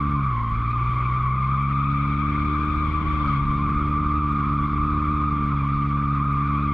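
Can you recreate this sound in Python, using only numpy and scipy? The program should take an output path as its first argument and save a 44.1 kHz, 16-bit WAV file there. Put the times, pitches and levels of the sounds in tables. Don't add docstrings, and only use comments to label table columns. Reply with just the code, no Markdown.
import sys
import numpy as np
from scipy import signal
from scipy.fft import rfft, irfft
from scipy.io import wavfile
from scipy.ndimage import uniform_filter1d, minimum_filter1d

SR = 44100
rng = np.random.default_rng(int(sys.argv[2]) if len(sys.argv) > 2 else 0)


def store_wav(level_fs):
    pcm = np.round(np.clip(np.atleast_2d(level_fs), -1, 1) * 32767)
    wavfile.write(sys.argv[1], SR, pcm.T.astype(np.int16))


N = 296793

# time_s, speed_turns_per_s
CRANK_SPEED = [(0, 72), (.15, 71.6), (.27, 67), (.36, 57.6), (.52, 56.7), (.95, 61.6), (1.3, 64.1),
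               (1.6, 68.3), (2.07, 70.9), (2.5, 74), (3.0, 76.5), (3.15, 75.9), (3.35, 69.7), (3.8, 73.4),
               (4.2, 74.4), (4.35, 72.2), (4.6, 71.9), (4.82, 73.8), (5.1, 74.6), (5.45, 72.3),
               (5.62, 69.8), (5.95, 71.3), (6.33, 69.9), (6.5, 71.5), (6.73, 72.2)]
# multiple_of_crank_speed, relative_level_db
ENGINE_ORDERS = [(1, -29.5), (2, -25), (2.5, -43), (3, -31), (3.5, -46.5), (4, -32.5), (4.5, -59), (5, -48),
                 (6, -52.5), (7, -53), (8, -57.5), (9, -62.5)]
# frequency_hz, gain_db
CABIN_RESPONSE = [(70, -1.1), (76, 3.5), (112, -3.5), (120, -0.2), (140, 0.57), (152, -6.5), (175, -20.5),
                  (196, -7), (217, -0.1), (245, -15), (263, -24.5), (280, -2), (298, 1.5), (320, -9),
                  (349, -10.5), (362, 1), (380, -1), (400, -10.5), (418, -7), (432, 0), (470, -5),
                  (520, -5)]
RASP_DB_PER_HZ = 0.66

# time_s, centre_pitch_hz, relative_level_db
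SQUEAL_COURSE = [(0, 1177, -27), (.24, 1184, -28), (.39, 1063, -27), (.47, 1072, -29.5), (.55, 1166, -28),
                 (1.05, 1170, -27.5), (1.27, 1128, -26), (1.38, 1170, -26.5), (2.03, 1216, -27.5),
                 (2.92, 1172, -28), (3.3, 1155, -27), (3.8, 1200, -26.5), (4.85, 1201, -25.5),
                 (5.65, 1168, -27.8), (6.35, 1203, -26.3), (6.73, 1189, -27.5)]
# time_s, relative_overtone_db, relative_scrub_hiss_db
TREAD_SLIDE = [(0, -46.5, -68), (.4, -45, -69), (1.1, -41.5, -65.5), (1.3, -43, -70.5), (2.05, -39.5, -67),
               (2.95, -41, -64), (3.27, -41, -60.5), (3.5, -43, -66.5), (3.9, -44.5, -67),
               (4.75, -45.5, -67), (5.7, -45, -67.5), (6.05, -47, -69), (6.6, -42.5, -68.5)]
# centre_hz, width_hz, relative_gain_db
SQUEAL_MODES = [(1049, 29, -2), (1114.4, 42, -5), (1173.2, 26, 1), (1248.5, 30, 0), (1440, 150, -6)]
SECOND_OVERTONE_MODES = [(1880, 170, -2), (2147, 100, 2), (2349, 190, -0.5)]
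THIRD_OVERTONE_MODES = [(2990, 310, -5), (3190, 340, 1), (3490, 240, 1), (4260, 1100, -6.5)]
# frequency_hz, relative_density_db_per_hz
SCRUB_SPECTRUM = [(2000, -7), (3400, 14), (4200, 10), (5200, -15.5), (6500, -22.5), (8500, -20),
                  (11000, -20.5), (16000, -30.5)]
# centre_s, depth_db
SQUEAL_SKIPS = [(.585, 4.5), (3.045, 5), (3.9, 4), (5.882, 10)]
SKIP_S = 0.015
GRIP_WANDER, GRIP_PER_S = .02, 9.0
GRIP_SWELL_DB = 0.75
WINDOW_PAN_DB = 4

# time_s, shake_strength_db
BODY_SHAKE = [(0, -42), (.26, -42.5), (.6, -33), (1.7, -46), (2.8, -31.5), (3.25, -34), (3.7, -29),
              (4.4, -35), (4.85, -32), (6.7, -47.5)]
# frequency_hz, relative_density_db_per_hz
RUMBLE_SPECTRUM = [(15, -11), (30, -3.5), (45, 3.5), (70, -5.5), (110, -5.5), (170, -7.5), (260, -15),
                   (400, -24), (700, -49.5)]
ROAD_SPECTRUM = [(150, -8.5), (300, 1.5), (450, -4), (600, -10), (750, -9), (1000, 5), (1300, 8),
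                 (1630, -21), (2050, -2.5), (2580, -14), (3250, -22), (4500, -41.5)]
# start_s, relative_peak_db
CLEAR_TICKS = [(0.7067, -48), (0.9075, -48), (1.6256, -45), (4.2936, -48), (4.3273, -45), (4.5437, -45),
               (6.2458, -46), (6.3292, -47)]
# time_s, relative_level_db
WIND_COURSE = [(0, -80), (2.3, -49.5), (3.25, -40), (3.7, -50.5), (4.1, -77)]
# frequency_hz, relative_gain_db
BUFFET_SPECTRUM = [(20, -1.5), (60, 2), (150, -8), (290, -6), (380, -14), (750, -21.5)]

# frequency_hz, side_against_mid_db
FIELD_DIFFUSENESS = [(30, -38), (500, -26.5), (1200, -19.5), (2300, -6), (3500, -0.5), (5000, -1.5),
                     (8000, -8)]
# time_s, side_gain_db
IMAGE_WIDTH = [(.45, -63), (.7, -13.5), (1.9, -1), (3.4, 1), (4.4, -52.5), (6.2, -60), (6.4, -25),
               (6.73, -8.5)]
CUTOFF_HZ = 15800


def from_db(db):
    return 10 ** (np.asarray(db) / 20)


def rms_one(x):
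    mid = np.atleast_2d(x).mean(axis=0)
    return x / np.sqrt(np.mean(mid ** 2) + 1e-20)


def in_time(rows):
    time_s, *columns = np.transpose(rows)
    return [np.interp(np.arange(N) / SR, time_s, column) for column in columns]


def at_hz(points, hz):
    points_hz, points_db = np.array(points).T
    return np.interp(np.log(hz), np.log(points_hz), points_db)


def drift(rate_hz):
    step = 20
    pole = np.exp(-2 * np.pi * rate_hz * step / SR)
    white = rng.standard_normal(N // step + 4002)
    slow = signal.lfilter([1], [1, -2 * pole, pole * pole], white)[4000:]
    return np.interp(np.arange(N) / step, np.arange(len(slow)), rms_one(slow))


def phase_of(hz):
    return 2 * np.pi * np.cumsum(hz) / SR


def resonance(x, hz, width_hz):
    radius = np.exp(-np.pi * width_hz / SR)
    feedback = [1, -2 * radius * np.cos(2 * np.pi * hz / SR), radius * radius]
    return signal.lfilter(np.array([1, 0, -1]) * (1 - radius * radius) / 2, feedback, x)


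def spread(mid, side, hz):
    return mid + from_db(at_hz(FIELD_DIFFUSENESS, hz)) * side * np.array([[1], [-1]])


def banded_noise(spectrum, patchy_db):
    white = rng.standard_normal((2, 2, N))
    total = 0
    for k, hz in enumerate(16 * 2 ** (np.arange(31) / 3)):
        if spectrum[0][0] <= hz <= spectrum[-1][0]:
            edges = hz * 2 ** (np.array([-1, 1]) / 6)
            band = signal.butter(2, edges, "band", fs=SR, output="sos")
            mid, side = signal.sosfilt(band, white[k % 2])
            level_db = at_hz(spectrum, hz) + patchy_db * drift(14)
            total = total + from_db(level_db) * spread(mid, side, hz)
    return rms_one(total)


def engine(unsteady=0.00077, rough=0.028, upper_rough=0.15, shake_rough=0.048):
    skew = np.pi / 8
    speed, = in_time(CRANK_SPEED)
    crank = phase_of(speed * (1 + unsteady * drift(20)))
    shake_db, = in_time(BODY_SHAKE)
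    shaken = shake_rough * from_db(shake_db - np.max(BODY_SHAKE, axis=0)[1])
    total = 0
    for order, level_db in ENGINE_ORDERS:
        booms = order in (1, 2, 3, 4)
        rasps = order % 1 > 0 or order > 6
        rasp_db = rasps * RASP_DB_PER_HZ * (speed - speed.max())
        gain = from_db(level_db + at_hz(CABIN_RESPONSE, order * speed) + rasp_db)
        flutter = (rough if booms else upper_rough) + shaken
        lead = skew * (order != 2)
        total = total - gain * (1 + flutter * drift(16)) * np.cos(order * crank + lead)
    return np.sqrt(2) * total


def stick_slip(hz, wander, wander_rate, jitter, flutter_db):
    pitch = hz * (1 + wander * drift(wander_rate) + jitter * drift(160.9))
    return rms_one(from_db(flutter_db * drift(42)) * np.sin(phase_of(pitch)))


def tread(hz, wander, jitter, count):
    mid, side = [sum(stick_slip(hz, wander, 16, jitter, 3.2) for _ in range(count)) for _ in range(2)]
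    return rms_one(spread(mid, side, np.mean(hz)))


def rung(x, modes):
    total = 0
    for k, (hz, width_hz, gain_db) in enumerate(modes):
        total = total + (-1) ** k * from_db(gain_db) * resonance(x, hz, width_hz)
    return rms_one(total)


def evened(x, share, window_s):
    smoother = signal.butter(1, 1 / (2 * np.pi * window_s), fs=SR)
    power = signal.filtfilt(*smoother, np.mean(x ** 2, axis=0), padtype="even")
    return rms_one(x / (np.abs(power) + 1e-9) ** (share / 2))


def skips():
    t = np.arange(N) / SR
    return sum(depth_db * np.exp(-((t - s) / SKIP_S) ** 2) for s, depth_db in SQUEAL_SKIPS)


def tyres():
    centre_hz, squeal_db = in_time(SQUEAL_COURSE)
    overtone_db, scrub_db = in_time(TREAD_SLIDE)
    lead_hz = centre_hz * (1 + GRIP_WANDER * drift(GRIP_PER_S))
    squeal_db = squeal_db + GRIP_SWELL_DB * drift(20) - skips()

    lead = stick_slip(lead_hz, wander=.007, wander_rate=38.5, jitter=0.01009, flutter_db=2.0)
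    patches = tread(centre_hz, wander=.05, jitter=.04, count=4)
    chorus = from_db(1.5) * rung(patches, SQUEAL_MODES)
    squeal = from_db(squeal_db - 0.83) * evened(lead + chorus, share=0.64, window_s=0.0058)
    octave_down = stick_slip(centre_hz / 2, wander=.012, wander_rate=20, jitter=.015, flutter_db=6.5)
    undertone = from_db(squeal_db - 35) * octave_down

    second_patches = tread(lead_hz * 1.96, wander=.04, jitter=.04, count=5)
    second = from_db(overtone_db - 1.8) * rung(second_patches, SECOND_OVERTONE_MODES)
    third_patches = tread(lead_hz * 2.9, wander=.04, jitter=.04, count=4)
    third_db = .5 * (overtone_db + scrub_db) - 3.5
    third = from_db(third_db) * rung(third_patches, THIRD_OVERTONE_MODES)
    scrub = from_db(scrub_db + 1.0) * banded_noise(SCRUB_SPECTRUM, patchy_db=3.0)

    lean_db = WINDOW_PAN_DB * np.array([[.5], [-.5]])
    return (squeal + undertone) * from_db(0.77 * lean_db) + (second + third + scrub) * from_db(lean_db)


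def body():
    shake_db, = in_time(BODY_SHAKE)
    scrub_db = in_time(TREAD_SLIDE)[-1]
    rumble = from_db(0.51 * shake_db - 16.0) * banded_noise(RUMBLE_SPECTRUM, patchy_db=3.5)
    road_db = -40 + 0.53 * (scrub_db - scrub_db.mean())
    return rumble + from_db(road_db) * banded_noise(ROAD_SPECTRUM, patchy_db=2.0)


def ticks(per_s=34.0, level_db=-51.0, spread_db=6.0, clear_db=7.0):
    strike = rng.random(N) < per_s / SR
    strength_db = level_db + spread_db * np.clip(rng.standard_normal(N), -2, 1.5)
    clicks = strike * from_db(strength_db)
    for start_s, peak_db in CLEAR_TICKS:
        clicks[round(start_s * SR)] += from_db(peak_db + clear_db)
    return signal.sosfilt(signal.butter(1, 1500, "high", fs=SR, output="sos"), clicks)


def wind():
    hz = np.fft.rfftfreq(N, 1 / SR) + 1
    gain = from_db(at_hz(BUFFET_SPECTRUM, hz)) / (1 + (hz / BUFFET_SPECTRUM[-1][0]) ** 4)
    ports = [rms_one(irfft(rfft(rng.standard_normal(N)) * gain, N)) for _ in range(2)]
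    return from_db(in_time(WIND_COURSE)[0] + 2.4 * drift(4.8)) * np.array(ports)


def scene():
    return from_db(-0.67) * engine() + tyres() + body() + ticks() + wind()


def limiter(x, ceiling_db=-12.0, release_db_per_s=42.0):
    over_db = np.maximum(20 * np.log10(np.abs(x).max(axis=0) + 1e-9) - ceiling_db, 0)
    release_db = release_db_per_s * np.arange(N) / SR
    needed_db = release_db - np.maximum.accumulate(over_db + release_db)
    gain_db = minimum_filter1d(needed_db, size=128)
    return x * from_db(uniform_filter1d(gain_db, size=128))


def record(dry):
    mid = dry.mean(axis=0)
    image = mid + from_db(in_time(IMAGE_WIDTH)[0]) * (dry - mid)
    fade_in = np.sin(np.pi / 2 * np.minimum(np.arange(N) / (.006 * SR), 1)) ** 2
    held = limiter(from_db(.5) * image * fade_in)
    return signal.sosfilt(signal.ellip(10, .1, 80, CUTOFF_HZ, fs=SR, output="sos"), held)


dry = scene()
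out = record(dry)
store_wav(out)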